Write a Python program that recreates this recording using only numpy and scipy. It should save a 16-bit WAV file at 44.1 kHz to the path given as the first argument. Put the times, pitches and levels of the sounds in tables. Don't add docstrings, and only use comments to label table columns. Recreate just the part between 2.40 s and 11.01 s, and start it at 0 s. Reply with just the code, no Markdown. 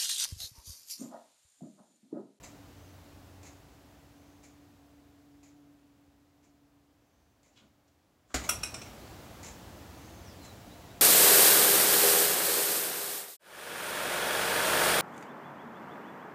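import sys
import numpy as np
from scipy import signal
from scipy.fft import rfft, irfft, next_fast_len
from scipy.io import wavfile

SR = 44100
rng = np.random.default_rng(int(sys.argv[2]) if len(sys.argv) > 2 else 0)


def persist_wave(psi):
    counts = np.round(np.clip(psi, -1, 1) * 32767).astype(np.int16)
    wavfile.write(sys.argv[1], SR, np.atleast_2d(counts).T)


N = 379701
TIME = np.arange(N) / SR
AGE = np.arange(int(.7 * SR)) / SR


def slats(flip_s=5.9414, flip_db=-20, count=5, gap_s=.0055, crack_t60_s=0.017, rise_s=0.0022):
    # pitch_hz, level_db, t60_s
    frame_modes = [(63, -14, 0.28), (257, -12.5, 0.1), (405, -15, 0.089), (516, -17, 0.12),
                   (640, -12, 0.075), (737, -8, 0.074), (1506, -16, 0.089), (6890, -15, .1),
                   (7200, -15, .1)]
    follower_db, fall_db_per_slat, frame_db = -3, 2.7, -23
    rebound_s, rebound_db = .118, -30
    out = np.zeros(N)
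    for delay_s, first_db in [(0, flip_db), (rebound_s, flip_db + rebound_db)]:
        for k in range(count):
            db = first_db + follower_db * (k > 0) - fall_db_per_slat * k
            envelope = from_db(db - 60 * AGE / crack_t60_s) * attack(rise_s)
            add(out, flip_s + delay_s + k * gap_s, envelope * wood_noise())
    out = room(out, wet_db=-4.5)
    add(out, flip_s, from_db(frame_db) * ring(frame_modes) * attack(rise_s=0.0094))
    return out


def ball(click_t60_s=0.035, rise_s=0.0028, echo_s=.0032, echo_db=0.5, ring_db=-2.5):
    # start_s, level_db
    bounces = [(6.0903, -22), (6.2317, -28.5), (6.3406, -33), (6.4146, -38.5), (6.461, -45)]
    # freq_hz, density_db
    click_spectrum = [(300, -16), (720, 0), (980, -5), (1330, 3.5), (1750, -7.5), (2450, 4.5), (3400, -7),
                      (4050, -3.5), (4650, -16), (5550, 7.5), (6700, -6), (7750, 0.5), (9300, 0),
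                      (11800, -1), (13800, -10), (15500, -6)]
    # pitch_hz, level_db, t60_s
    modes = [(1284, -8, 0.047), (1387, -6.5, 0.041), (2540, -31, 0.17), (2680, -24, 0.15),
             (2870, -20, 0.13), (3060, -33, 0.19), (4026, -25, 0.15), (5475, -8, 0.093),
             (5565, -17.5, 0.29), (5660, -23, 0.24), (7540, -18, 0.2), (7784, -20, .26), (9200, -17, 0.18),
             (9300, -17, 0.15), (9700, -25, .14), (10933, -28, .16), (11380, -16, 0.14)]
    first_cutoff_hz, dulling_exponent = 15800, .55
    out = np.zeros(N)
    tone = from_db(ring_db) * ring(modes) * attack(rise_s)
    envelope = from_db(-60 * AGE / click_t60_s) * attack(rise_s)
    for number, (start_s, db) in enumerate(bounces, 1):
        click = envelope * noise(click_spectrum, len(AGE))
        add(click, echo_s, from_db(echo_db) * envelope * noise(click_spectrum, len(AGE)))
        lowpass = signal.butter(4, first_cutoff_hz / number ** dulling_exponent, fs=SR, output="sos")
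        add(out, start_s, from_db(db) * signal.sosfilt(lowpass, room(click, wet_db=-3) + tone))
    return out


def slides(grain_db=3, slope_db_per_octave=9, body_db=-3, body_db_per_octave=4):
    # start_s, level_db, length_s, peak_hz
    rubs = [(5.125, -53, 0.034, 6000), (5.153, -40.5, 0.062, 3030), (5.185, -43, .1, 130),
            (5.473, -53, .022, 6000), (5.872, -47, 0.11, 7000), (5.893, -39.5, .04, 1160)]
    out = np.zeros(N)
    for start_s, db, length_s, peak_hz in rubs:
        peak = lambda hz: -slope_db_per_octave * abs(np.log2((hz + 1) / peak_hz))
        body = lambda hz: body_db - body_db_per_octave * np.log2(hz / 100 + 1)
        rub = filtered(wood_noise(), lambda hz: np.maximum(peak(hz), body(hz)))
        swell = np.sin(np.pi * np.minimum(AGE / length_s, 1))
        add(out, start_s, from_db(db) * unit(rub) * swell)
    grain = from_db(grain_db * drift(rate_hz=150))
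    return room(out * grain / np.sqrt(2), wet_db=-3.5)


def wood_noise():
    # freq_hz, density_db
    wood_spectrum = [(30, -16), (100, -3), (260, 8.5), (370, 0), (520, -1), (680, 6.5), (860, -7),
                     (1100, 1), (1450, 2), (1900, -4), (2700, -2.5), (3600, -1.5), (5800, -4.5),
                     (7200, -0.5), (8300, -10), (11000, -15), (16000, -21)]
    return noise(wood_spectrum, len(AGE))


def clock(first_step_s=.0298, step_s=1.0, contact_t60_s=0.041, gap_s=.0065, scatter_db=3.0):
    # initial_db, fall_db_per_s, rattle_s, first_contact_over_rattle_db
    strokes = [(-45, .95, 0.02, -0.5), (-50.5, 0.15, .054, 9)]
    # freq_hz, density_db
    case_spectrum = [(350, -6), (640, 6.5), (950, -2), (1400, -9), (1900, -4), (2450, -1), (3200, -12.5),
                     (4000, -6), (4600, -8.5), (6000, -4), (6900, 2), (7700, -2.5), (8300, -14.5),
                     (11000, -15.5), (16000, -25)]
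    out = np.zeros(N)
    for step, start_s in enumerate(np.arange(first_step_s, N / SR, step_s)):
        db, fall_db_per_s, rattle_s, first_db = strokes[step % 2]
        slip, strength = rng.standard_normal((2, 16))
        power = from_db(first_db - 60 * AGE / contact_t60_s) ** 2
        for k in range(1, 16):
            delay_s = gap_s * (k + 0.34 * slip[k])
            gate = np.clip((rattle_s - k * gap_s) / gap_s + 1, 0, 1) * (AGE > delay_s)
            contact = from_db(scatter_db * strength[k] - 60 * abs(AGE - delay_s) / contact_t60_s)
            power += gate * contact ** 2
        envelope = from_db(db - fall_db_per_s * start_s) * np.sqrt(power) * attack(rise_s=0.0016)
        add(out, start_s, envelope * noise(case_spectrum, len(AGE)))
    return room(out, wet_db=1.5)


def motor(shaft_hz=143.6, waver=0.00614, throb_db=2.0, mains_hz=120.2, mains_db=-66):
    # time_s, level_db
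    load_curve = [(0.0, -55), (1.5, -55), (1.9, -49.0), (2.7, -47), (3.25, -42), (3.7, -48.5),
                  (4.35, -46.5), (4.8, -62), (5.4, -54), (5.9, -71)]
    # shaft_multiple, level_db
    partials = [(1, -13), (2, -1), (3, -21), (5, -23)]
    # start_s, end_s, pitch_hz, level_db
    drones = [(.1, 1.362, 91.6, -53.5), (6.5, 8.9, 91.3, -62), (6.9, 8.9, 183, -62.5),
              (7.4, 7.9, 322.3, -56.5), (8.1, 8.9, 694, -63)]
    turns = np.cumsum(shaft_hz * (1 + waver * drift(rate_hz=8.1))) / SR
    load = from_db(np.interp(TIME, *np.transpose(load_curve)))
    out = from_db(mains_db) * np.sin(2 * np.pi * mains_hz * TIME)
    for multiple, db in partials:
        gain = load * from_db(db + throb_db * drift(rate_hz=40))
        out += gain * np.sin(2 * np.pi * (multiple * turns + rng.random()))
    for start_s, end_s, hz, db in drones:
        gate = np.clip(np.minimum(TIME - start_s, end_s - TIME) / 0.28, 0, 1)
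        gain = gate * from_db(db - throb_db * drift(rate_hz=3.5))
        out += gain * np.sin(2 * np.pi * hz * TIME + 0.2 * drift(rate_hz=3.7))
    return np.sqrt(2) * out


def bird(buzz_db=-66.5):
    # start_s, length_s, pitch_hz
    buzzes = [(.36, .18, 6200), (.65, 0.092, 4350), (1.735, 0.3, 6130), (4.564, .42, 6100),
              (6.578, 0.15, 4350), (7.52, .35, 6230)]
    # start_s, length_s, first_hz, last_hz, level_db
    whistles = [(7.838, .1, 6040, 4600, -59), (7.989, .14, 4150, 3970, -60), (8.303, .045, 3580, 4080, -60),
                (8.486, .045, 3500, 3950, -63)]
    out = np.zeros(N)
    for start_s, length_s, hz in buzzes:
        add(out, start_s, from_db(buzz_db) * bird_note(length_s, hz, hz, waver=.035))
    for start_s, length_s, first_hz, last_hz, db in whistles:
        add(out, start_s, from_db(db) * bird_note(length_s, first_hz, last_hz, waver=.011))
    return room(out, wet_db=-3.0)


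def bird_note(length_s, first_hz, last_hz, waver, warble_depth=.02, warble_hz=15):
    t = np.arange(0, length_s, 1 / SR)
    glide_hz = first_hz + (last_hz - first_hz) * np.sin(np.pi / 2 * t / length_s) ** 2
    warble = warble_depth * np.sin(2 * np.pi * warble_hz * t)
    hz = glide_hz * (1 + warble + waver * drift(rate_hz=116)[:len(t)])
    envelope = np.sqrt(abs(np.sin(np.pi * t / length_s)))
    return envelope * np.sin(2 * np.pi * np.cumsum(hz) / SR)


def air(level_db=-49, heave_db=0.2, rumble_hz=700):
    # freq_hz, density_db
    air_spectrum = [(25, -26), (40, -11.5), (55, 0.5), (88, 2.5), (125, -4.5), (190, -6.5), (290, -4.5),
                    (420, -11), (560, -10), (700, -9.5), (1000, -14.5), (2200, -21), (7600, -27),
                    (8500, -31), (15500, -30.5)]
    wash = from_db(level_db) * noise(air_spectrum, N)
    rumble = filtered(wash, lambda hz: -10 * np.log10(1 + (hz / rumble_hz) ** 2))
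    return wash + rumble * (from_db(heave_db * drift(rate_hz=18)) - 1)


def room(x, wet_db):
    # freq_hz, t60_s
    decay_times = [(100, .3), (1000, 0.3), (3000, 0.32), (7000, 0.3), (11000, 0.24), (16000, 0.12)]
    hz, t, spectrogram = signal.stft(rng.standard_normal(len(AGE)), SR, nperseg=256)
    decay = from_db(-60 * t / read(decay_times, hz)[:, None])
    tail = signal.istft(spectrogram * decay, SR, nperseg=256)[1][:len(AGE)]
    tail *= attack(rise_s=0.0012)
    return x + from_db(wet_db) * signal.fftconvolve(x, tail / np.linalg.norm(tail))[:len(x)]


def fade(start_db=-5.5, sunk_db=-19.5, sink_s=4.53, return_s=5.938, jump_s=0.0075):
    return_db, overshoot_db, settle_s, sag_db_per_s = 1.5, 3.8, 0.24, 1.14
    sink_db = start_db + (sunk_db - start_db) * np.sin(np.pi / 2 * np.minimum(TIME / sink_s, 1)) ** 2
    since_s = np.maximum(TIME - return_s, 0)
    back_db = return_db + overshoot_db * np.exp(-since_s / settle_s) - sag_db_per_s * since_s
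    return from_db(sink_db + (back_db - sink_db) * np.minimum(since_s / jump_s, 1))


def from_db(db):
    return 10 ** (np.asarray(db) / 20)


def unit(x):
    return x / np.sqrt(np.mean(x ** 2) + 1e-20)


def read(points, hz):
    freq_hz, value = np.transpose(points)
    return np.interp(np.log(hz + 1), np.log(freq_hz + 1), value)


def add(mix, start_s, sound):
    part = mix[max(round(start_s * SR), 0):][:len(sound)]
    part += sound[:len(part)]


def attack(rise_s):
    return np.clip(AGE / rise_s, 0, 1)


def filtered(x, db_at):
    return irfft(rfft(x) * from_db(db_at(np.fft.rfftfreq(len(x), 1 / SR))), len(x))


def noise(spectrum, size):
    white = rng.standard_normal(next_fast_len(size))
    return unit(filtered(white, lambda hz: read(spectrum, hz)))[:size]


def drift(rate_hz):
    hop = 88
    slow = filtered(rng.standard_normal(N // hop + 2), lambda hz: -6 * (hz / hop / rate_hz) ** 2)
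    return np.interp(np.arange(N) / hop, np.arange(len(slow)), unit(slow))


def ring(modes):
    return sum(from_db(db - 60 * AGE / t60_s) * np.sin(2 * np.pi * hz * AGE) * rng.choice([-1, 1])
               for hz, db, t60_s in modes)


def scene():
    return (air() + motor() + clock() + slides() + slats() + ball() + bird())[None]


def record(dry):
    edge_hz = 15850
    lowpass = signal.firwin(511, edge_hz, window=("kaiser", 9), fs=SR)
    return signal.oaconvolve(dry * fade(), lowpass[None], "same")


dry = scene()
out = record(dry)
persist_wave(out)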